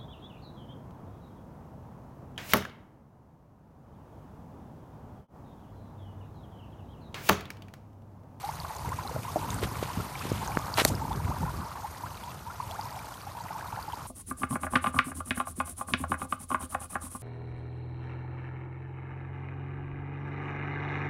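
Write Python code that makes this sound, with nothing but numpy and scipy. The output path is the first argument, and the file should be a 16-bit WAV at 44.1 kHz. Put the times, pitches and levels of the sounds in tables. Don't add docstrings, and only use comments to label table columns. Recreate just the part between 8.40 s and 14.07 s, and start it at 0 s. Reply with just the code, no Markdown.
import sys
import numpy as np
from scipy import signal
from scipy.io import wavfile
from scipy.ndimage import uniform_filter1d

SR = 44100
rng = np.random.default_rng(int(sys.argv[2]) if len(sys.argv) > 2 else 0)


def wav_out(sig):
    wavfile.write(sys.argv[1], SR, np.round(np.clip(np.atleast_2d(sig).T, -1, 1) * 32767).astype(np.int16))


N = 250047


def gain_of(db):
    return 10 ** (np.asarray(db) / 20)


def evened(x):
    return x / np.sqrt(np.mean(x ** 2) + 1e-20)


def read(points, hz):
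    point_hz, level_db = np.transpose(points)
    return np.interp(np.log(hz + 1), np.log(point_hz + 1), level_db)


def column(rows, index):
    rows = np.array(rows)
    return np.interp(np.arange(N) / SR, rows[:, 0], rows[:, index])


def add(mix, start_s, sound):
    part = mix[round(start_s * SR):][:len(sound)]
    part += sound[:len(part)]


def noise(spectrum, size, patchy_db, flicker_db):
    frames, hz = 4 * N // size + 5, np.fft.rfftfreq(size, 1 / SR)
    real, imaginary, patches = rng.standard_normal((frames, len(hz), 3)).T
    patches = uniform_filter1d(patches, size=6, axis=0)
    patches = evened(uniform_filter1d(patches, size=8, axis=1))
    flicker = evened(uniform_filter1d(rng.standard_normal(frames), size=3))
    level_db = read(spectrum, hz)[:, None]
    bins = (real + 1j * imaginary) * gain_of(level_db + patchy_db * patches + flicker_db * flicker)
    return evened(signal.istft(bins, nperseg=size, noverlap=3 * size // 4)[1][:N])


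def bubble(hz, length, rise, swell=0.064, fade_db=18):
    u = np.arange(max(round(length * SR), 32)) / SR / max(length, 32 / SR)
    pitch_hz = hz * (1 + rise * (u ** 1.49 - .25))
    turns = np.cumsum(pitch_hz) / SR
    onset = np.minimum(u / swell, 1) ** 1.47
    ending = np.minimum((1 - u) / 0.026, 1)
    return onset * gain_of(-fade_db * u ** 2) * ending * np.sin(2 * np.pi * turns)


def grains(shapes, per_s, spread_db):
    size_db = spread_db * np.minimum(rng.exponential(1, N), 3)
    size = gain_of(size_db) * (rng.random(N) < per_s / SR)
    kind = rng.integers(0, len(shapes), N)
    return evened(sum(signal.oaconvolve(size * (kind == k), shape)[:N] for k, shape in enumerate(shapes)))


# start_s [s], rumble level_db [dB], flutter relative to the rumble [dB]
BREEZE_CURVE = [(0, -48.5, -22), (.3, -43, -17), (.6, -41, -8.5), (.9, -43.5, -6.5), (1.15, -37.5, -4),
                (1.45, -41, -8), (1.75, -44.5, -6), (1.9, -37, -4.5), (2.3, -40.5, -7), (2.6, -34.5, -6),
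                (3.15, -36.5, -11), (3.3, -46.5, -9), (3.9, -45.5, -8.5), (4.1, -47, -9.5),
                (5.67, -46.5, -11)]
# frequency_hz [Hz], level_db [dB per Hz]
RUMBLE_SPECTRUM = [(20, -60), (45, -34), (65, 4), (100, 1.5), (150, -2.5), (220, -20.5), (400, -46)]
# frequency_hz [Hz], level_db [dB per Hz]
FLUTTER_SPECTRUM = [(100, -10.5), (190, 5), (270, 1), (400, -3.5), (600, -9), (1200, -59)]
# centre_s [s], rise above the breeze [dB], length_s [s]
WIND_PUFFS = [(0.165, 5, 0.11), (0.478, 8.5, .12), (0.758, 5, 0.09), (1.246, 7.5, 0.11), (1.596, 13, 0.052),
              (2.52, 8, 0.1), (2.763, 3, 0.07), (2.897, 6.5, 0.036), (3.03, 5.5, 0.074), (3.19, 5.5, 0.089)]


def breeze():
    t = np.arange(N) / SR
    puff_db = sum(db * np.exp(-(2.3 * (t - s) / length) ** 2) for s, db, length in WIND_PUFFS)
    rumble_db = column(BREEZE_CURVE, index=1) + puff_db
    rumble = gain_of(rumble_db) * noise(RUMBLE_SPECTRUM, size=1024, patchy_db=1.5, flicker_db=2.0)
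    flutter_db = rumble_db + column(BREEZE_CURVE, index=2) + 0.42 * puff_db
    thuds = [gain_of(read(FLUTTER_SPECTRUM, hz)) * bubble(hz, 3.44 / hz, -0.1, swell=0.37)
             for hz in np.geomspace(120, 600, num=16)]
    flutter = noise(FLUTTER_SPECTRUM, size=512, patchy_db=3.0, flicker_db=1.5)
    flutter = flutter + 0.82 * grains(thuds, per_s=70, spread_db=2.5)
    return rumble + gain_of(flutter_db - 2.5) * flutter


# start_s [s], length_s [s], level_db [dB], bright over dull part before the dulling term [dB]
RUBS_AND_SNAP_HISS = [(1.086, 0.088, -45.5, -1), (1.219, 0.039, -35.5, -9.5), (1.301, 0.46, -48.5, -5),
                      (1.427, 0.019, -38, -8.5), (1.759, 0.35, -44.5, -7.5), (2.343, 0.2, -39, 5),
                      (2.371, 0.02, -26.5, -10), (2.382, 0.046, -24, -12), (2.446, 0.011, -28, 14),
                      (2.4715, 0.026, -32.5, 28)]
ATTACK, RELEASE = 0.17, 0.34
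DULLS_DB = -1


def rub_or_hiss(length, level_db, bright_db):
    t = np.arange(0, length, 1 / SR)
    clumps_db = 3.0 * evened(uniform_filter1d(rng.standard_normal(SR), size=50))
    slips = rng.standard_normal(SR)
    slips = slips * gain_of(2.7 * np.minimum(rng.exponential(1, SR), 3) + clumps_db)
    slips = slips[:len(t)]
    dull = signal.lfilter(*signal.butter(2, [500, 4200], "band", fs=SR), slips)
    bright = signal.lfilter(*signal.butter(1, [4000, 11000], "band", fs=SR), slips)
    u = t / length
    share = gain_of(bright_db + DULLS_DB * (u - 2.5))
    blend = (evened(dull) + evened(bright) * share) / np.sqrt(1 + share ** 2)
    envelope = np.minimum(np.minimum(u / ATTACK, (1 - u) / RELEASE), 1)
    return gain_of(level_db) * envelope * blend


# start_s [s], level_db before the soft press [dB], pitch_hz [Hz], t60_s [s]
FINGER_KNOCKS = [(.712, -29, 510, 0.05), (.762, -21.5, 635, 0.038), (0.959, -26.5, 320, 0.13),
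                 (1.228, -23, 445, 0.043), (1.427, -13.5, 530, 0.0087), (1.571, -19.5, 194, 0.051),
                 (1.598, -28, 282, 0.03), (1.853, -20, 305, 0.01), (1.917, -7.5, 390, 0.0049),
                 (2.1719, -7, 1350, 0.0036), (2.1703, -13.5, 303, 0.0071), (2.383, -9, 990, 0.0073),
                 (2.386, -16.5, 755, 0.014), (2.3925, -14, 820, 0.017), (2.417, -12.5, 453, 0.0099),
                 (2.4498, -16.5, 270, 0.037), (2.4522, -11, 620, 0.018)]


def knocks():
    out, t = np.zeros(N), np.arange(4000) / SR
    for start_s, level_db, hz, t60 in FINGER_KNOCKS:
        swing = np.sin(2 * np.pi * hz * t) + 0.51 * np.sin(2 * np.pi * 1.307 * hz * t)
        decaying = gain_of(level_db - 60 * t / t60) * swing
        press = signal.windows.hann(max(round(.6 * SR / hz), 3))
        add(out, start_s, np.convolve(decaying, press / press.sum()))
    return out


# pitch_hz [Hz], width_hz [Hz], relative level_db [dB]
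WALL_MODES = [(1500, 790, -29), (2060, 700, -1.5), (4400, 630, 0.5), (5900, 670, -1.5), (6900, 2000, -5),
              (8900, 620, -6), (11000, 1000, 0), (12000, 800, -6)]
SNAP_S, SNAP_DB = 2.4503, -3


def snap():
    t = np.arange(600) / SR
    ring = sum(gain_of(db) * np.exp(-np.pi * width * t) * np.sin(2 * np.pi * hz * t)
               for hz, width, db in WALL_MODES)
    return gain_of(SNAP_DB) * np.minimum(t / 0.000089, 1) * ring


# start_s [s], gurgle level_db [dB], spray level_db [dB]
STREAM_CURVE = [(0.0, -51.5, -50), (0.11, -46.5, -50.5), (0.65, -45, -50), (0.98, -45.5, -47.5),
                (1.18, -42.5, -48), (1.83, -49.5, -49), (2.07, -39.5, -47.5), (2.35, -41, -48.5),
                (2.59, -43, -51.5), (3.11, -42, -52), (3.82, -52, -52.5), (4.14, -50, -54.5),
                (4.28, -49, -51), (4.44, -46, -52), (4.64, -46.5, -52), (4.83, -49.5, -53.5),
                (5.1, -43.5, -53), (5.67, -47, -52.5)]
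# frequency_hz [Hz], level_db [dB per Hz]
SPRAY_SPECTRUM = [(300, -5.5), (1000, 5.5), (1600, -7), (2300, -8), (3200, -12.5), (4400, -10),
                  (5400, -11.5), (6500, -11.5), (7700, -15), (9000, -12.5), (10700, -14.5), (13900, -13.5)]
# start_s [s], ring level_db [dB], onset pitch_hz [Hz]
DROPLETS = [(0.049, -33, 3860), (0.0892, -40, 2080), (.201, -27.5, 4400), (.366, -29.5, 6900),
            (0.384, -36, 4420), (0.49, -35, 1980), (0.492, -31.5, 7300), (0.6755, -28.5, 4070),
            (.843, -43, 2250), (0.9195, -39, 3700), (.9912, -37, 3860), (1.1039, -30, 3600),
            (1.105, -24.5, 6570), (1.1432, -23.5, 8140), (1.355, -37, 2260), (1.754, -29, 2230),
            (1.793, -31, 4800), (1.821, -32, 2460), (1.902, -31, 5230), (1.925, -31, 6460),
            (1.957, -36, 3240), (2.076, -24.5, 6270), (2.1194, -32, 2300), (2.1902, -27, 6600),
            (2.3407, -20, 4580), (2.552, -27.5, 5100), (2.73, -35, 3500), (2.9854, -39, 5100),
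            (3.1667, -41, 4540), (3.772, -38, 3830), (3.837, -36.5, 3330), (4.3114, -31.5, 3340),
            (4.318, -36, 4070), (4.4117, -28.5, 4730), (4.4544, -35, 5300), (4.507, -39, 4700),
            (4.56, -45, 3700), (4.5913, -36, 2330), (4.686, -41, 5900), (4.741, -40, 3180),
            (4.816, -36, 4630), (5.084, -37.5, 1910), (5.2754, -42, 3750), (5.4272, -33.5, 4440),
            (5.523, -34.5, 3140), (5.555, -40, 4830)]
SPLASH_DB = -45.5


def spray():
    pitches = np.geomspace(1900, 12000, num=30)
    fades_db = rng.uniform(.08, .4, 30)
    rattles = rng.standard_normal((30, 300))
    shapes = []
    for hz, fade_db, rattle in zip(pitches, fades_db, rattles):
        shape = np.convolve(bubble(hz, 6.1 / hz, 0.14), gain_of(-np.arange(300) * fade_db) * rattle)
        shapes.append(shape * gain_of(read(SPRAY_SPECTRUM, hz)) / np.linalg.norm(shape))
    fizz = grains(shapes, per_s=250, spread_db=6.5)
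    hiss = noise(SPRAY_SPECTRUM, size=256, patchy_db=2.5, flicker_db=1.25)
    out = gain_of(column(STREAM_CURVE, index=2)) * (gain_of(5.5) * hiss + gain_of(-7.5) * fizz)
    t = np.arange(2500) / SR
    puffs = rng.standard_normal((len(DROPLETS), 2500))
    for (start_s, level_db, hz), puff in zip(DROPLETS, puffs):
        turns = hz * t * (1 + 4 * t)
        shaken_phase = 2 * np.pi * turns + 0.044 * np.cumsum(puff)
        ring = gain_of(-1.3 * turns) * np.sin(shaken_phase)
        splash = gain_of(SPLASH_DB - 60 * t / 0.017) * np.diff(puff, prepend=0)
        add(out, start_s, np.minimum(t / 0.00023, 1) * (gain_of(level_db) * ring + splash))
    return out


# frequency_hz [Hz], level_db [dB]
GURGLE_SPECTRUM = [(300, -34), (550, -22), (720, -11), (900, 4), (1100, -3.5), (1450, -3.5), (2000, -19),
                   (2800, -42), (5000, -42)]
# start_s [s], level_db before the shaking [dB], pitch_hz a quarter of the way up its rise [Hz],
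# length_s [s], pitch rise over the length [share of pitch_hz]
BUBBLES_AND_KNOCK_RING = [(0.029, -29, 812, 0.057, 0.22), (0.087, -24, 877, 0.017, 0.52),
                          (0.245, -28, 1070, 0.012, 1), (0.3, -31, 868, 0.031, 0.063),
                          (0.439, -30.5, 942, 0.045, 0.26), (.517, -25.5, 1026, 0.016, 0.18),
                          (0.525, -34.5, 1500, 0.014, 0.72), (0.585, -27, 983, 0.018, .15),
                          (0.646, -31.5, 810, 0.029, .23), (0.876, -30.5, 1057, 0.026, 0.21),
                          (0.9583, -13.5, 683, 0.0068, 0.08), (0.9647, -22, 633, 0.013, 0.13),
                          (1.025, -32, 910, 0.019, 0.12), (1.042, -31, 917, 0.03, .12),
                          (1.119, -31.5, 956, 0.024, 0.18), (1.498, -28.5, 980, 0.017, 0.41),
                          (1.6, -30.5, 1343, 0.015, 0.14), (1.804, -33, 1234, 0.023, 0.82),
                          (2.021, -31, 880, 0.011, 0.24), (2.091, -29, 813, 0.035, 0.14),
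                          (2.614, -26, 883, 0.024, 0.12), (2.649, -28.5, 940, 0.018, 0.21),
                          (2.704, -26.5, 891, 0.029, 0.67), (2.901, -27, 861, 0.034, 0.97),
                          (2.963, -29.5, 990, .02, 0.17), (3.014, -34.5, 852, 0.019, 0.22),
                          (3.076, -32, 996, 0.022, 0.18), (3.243, -34.5, 910, 0.05, 0.23),
                          (3.377, -36.5, 863, 0.024, .2), (3.44, -27, 848, 0.025, 0.28),
                          (3.633, -28, 966, 0.02, 0.24), (3.659, -32.5, 1370, 0.015, .37),
                          (3.825, -38, 940, 0.044, 0.12), (3.867, -34.5, 978, 0.041, 0.24),
                          (4.057, -34.5, 942, 0.051, 0.26), (4.096, -36.5, 1374, 0.031, 0.16),
                          (4.199, -23.5, 1018, 0.014, 0.33), (4.22, -32.5, 965, 0.035, 0.08),
                          (4.3, -36.5, 761, 0.053, 0.85), (4.342, -36, 1220, 0.033, 0.89),
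                          (4.39, -25.5, 858, 0.016, 0.28), (4.411, -35, 930, 0.017, 0.18),
                          (4.434, -34, 900, 0.016, .16), (4.452, -30.5, 990, 0.021, 0.15),
                          (4.471, -32, 950, 0.016, .3), (4.557, -33.5, 772, 0.033, 0.3),
                          (4.867, -33.5, 806, 0.022, .2), (4.963, -32.5, 900, 0.02, 0.29),
                          (5.001, -31, 918, 0.025, .23), (5.104, -30.5, 850, 0.018, 0.16),
                          (5.148, -31, 885, 0.028, 0.19), (5.209, -32, 1580, 0.0072, 0.45),
                          (5.224, -33, 905, 0.0085, .13), (5.243, -35, 1250, .015, 0.34),
                          (5.325, -25, 905, 0.012, 0.17), (5.357, -33.5, 1450, .012, 0.77),
                          (5.371, -28.5, 814, 0.014, 0.35), (5.387, -28, 887, 0.011, 0.62),
                          (5.476, -31.5, 863, 0.019, 0.15), (5.531, -25.5, 920, 0.015, 0.25)]


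def gurgle():
    pitches, luck = np.geomspace(600, 2700, num=48), rng.random((48, 2))
    shapes = []
    for hz, (long, steep) in zip(pitches, luck):
        ring = bubble(hz, (6 + 11 * long ** 2) / hz, 0.039 + 0.34 * steep ** 2, swell=0.18)
        shapes.append(gain_of(read(GURGLE_SPECTRUM, hz)) * ring)
    crowd = grains(shapes, per_s=320, spread_db=2.0)
    crowd = crowd + gain_of(-9.5) * noise(GURGLE_SPECTRUM, size=512, patchy_db=0.0, flicker_db=1.5)
    stream = gain_of(column(STREAM_CURVE, index=1)) * crowd
    shake = gain_of(1.3 * evened(uniform_filter1d(rng.standard_normal(N), size=180)))
    rings = np.zeros(N)
    for start_s, level_db, hz, length, rise in BUBBLES_AND_KNOCK_RING:
        add(rings, start_s, gain_of(level_db) * bubble(hz, length, rise, swell=0.24))
    return stream + rings * shake


def scene():
    hands = knocks()
    add(hands, SNAP_S, snap())
    for start_s, length, level_db, bright_db in RUBS_AND_SNAP_HISS:
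        add(hands, start_s, rub_or_hiss(length, level_db, bright_db))
    return (breeze() + gurgle() + spray() + hands)[None]


def record(dry):
    thin = signal.sosfilt(signal.butter(4, 50, "high", fs=SR, output="sos"), dry)
    low_pass = signal.firwin(511, 14650, window=("kaiser", 9), fs=SR)
    return signal.oaconvolve(thin, low_pass[None], "same")


dry = scene()
out = record(dry)
wav_out(out)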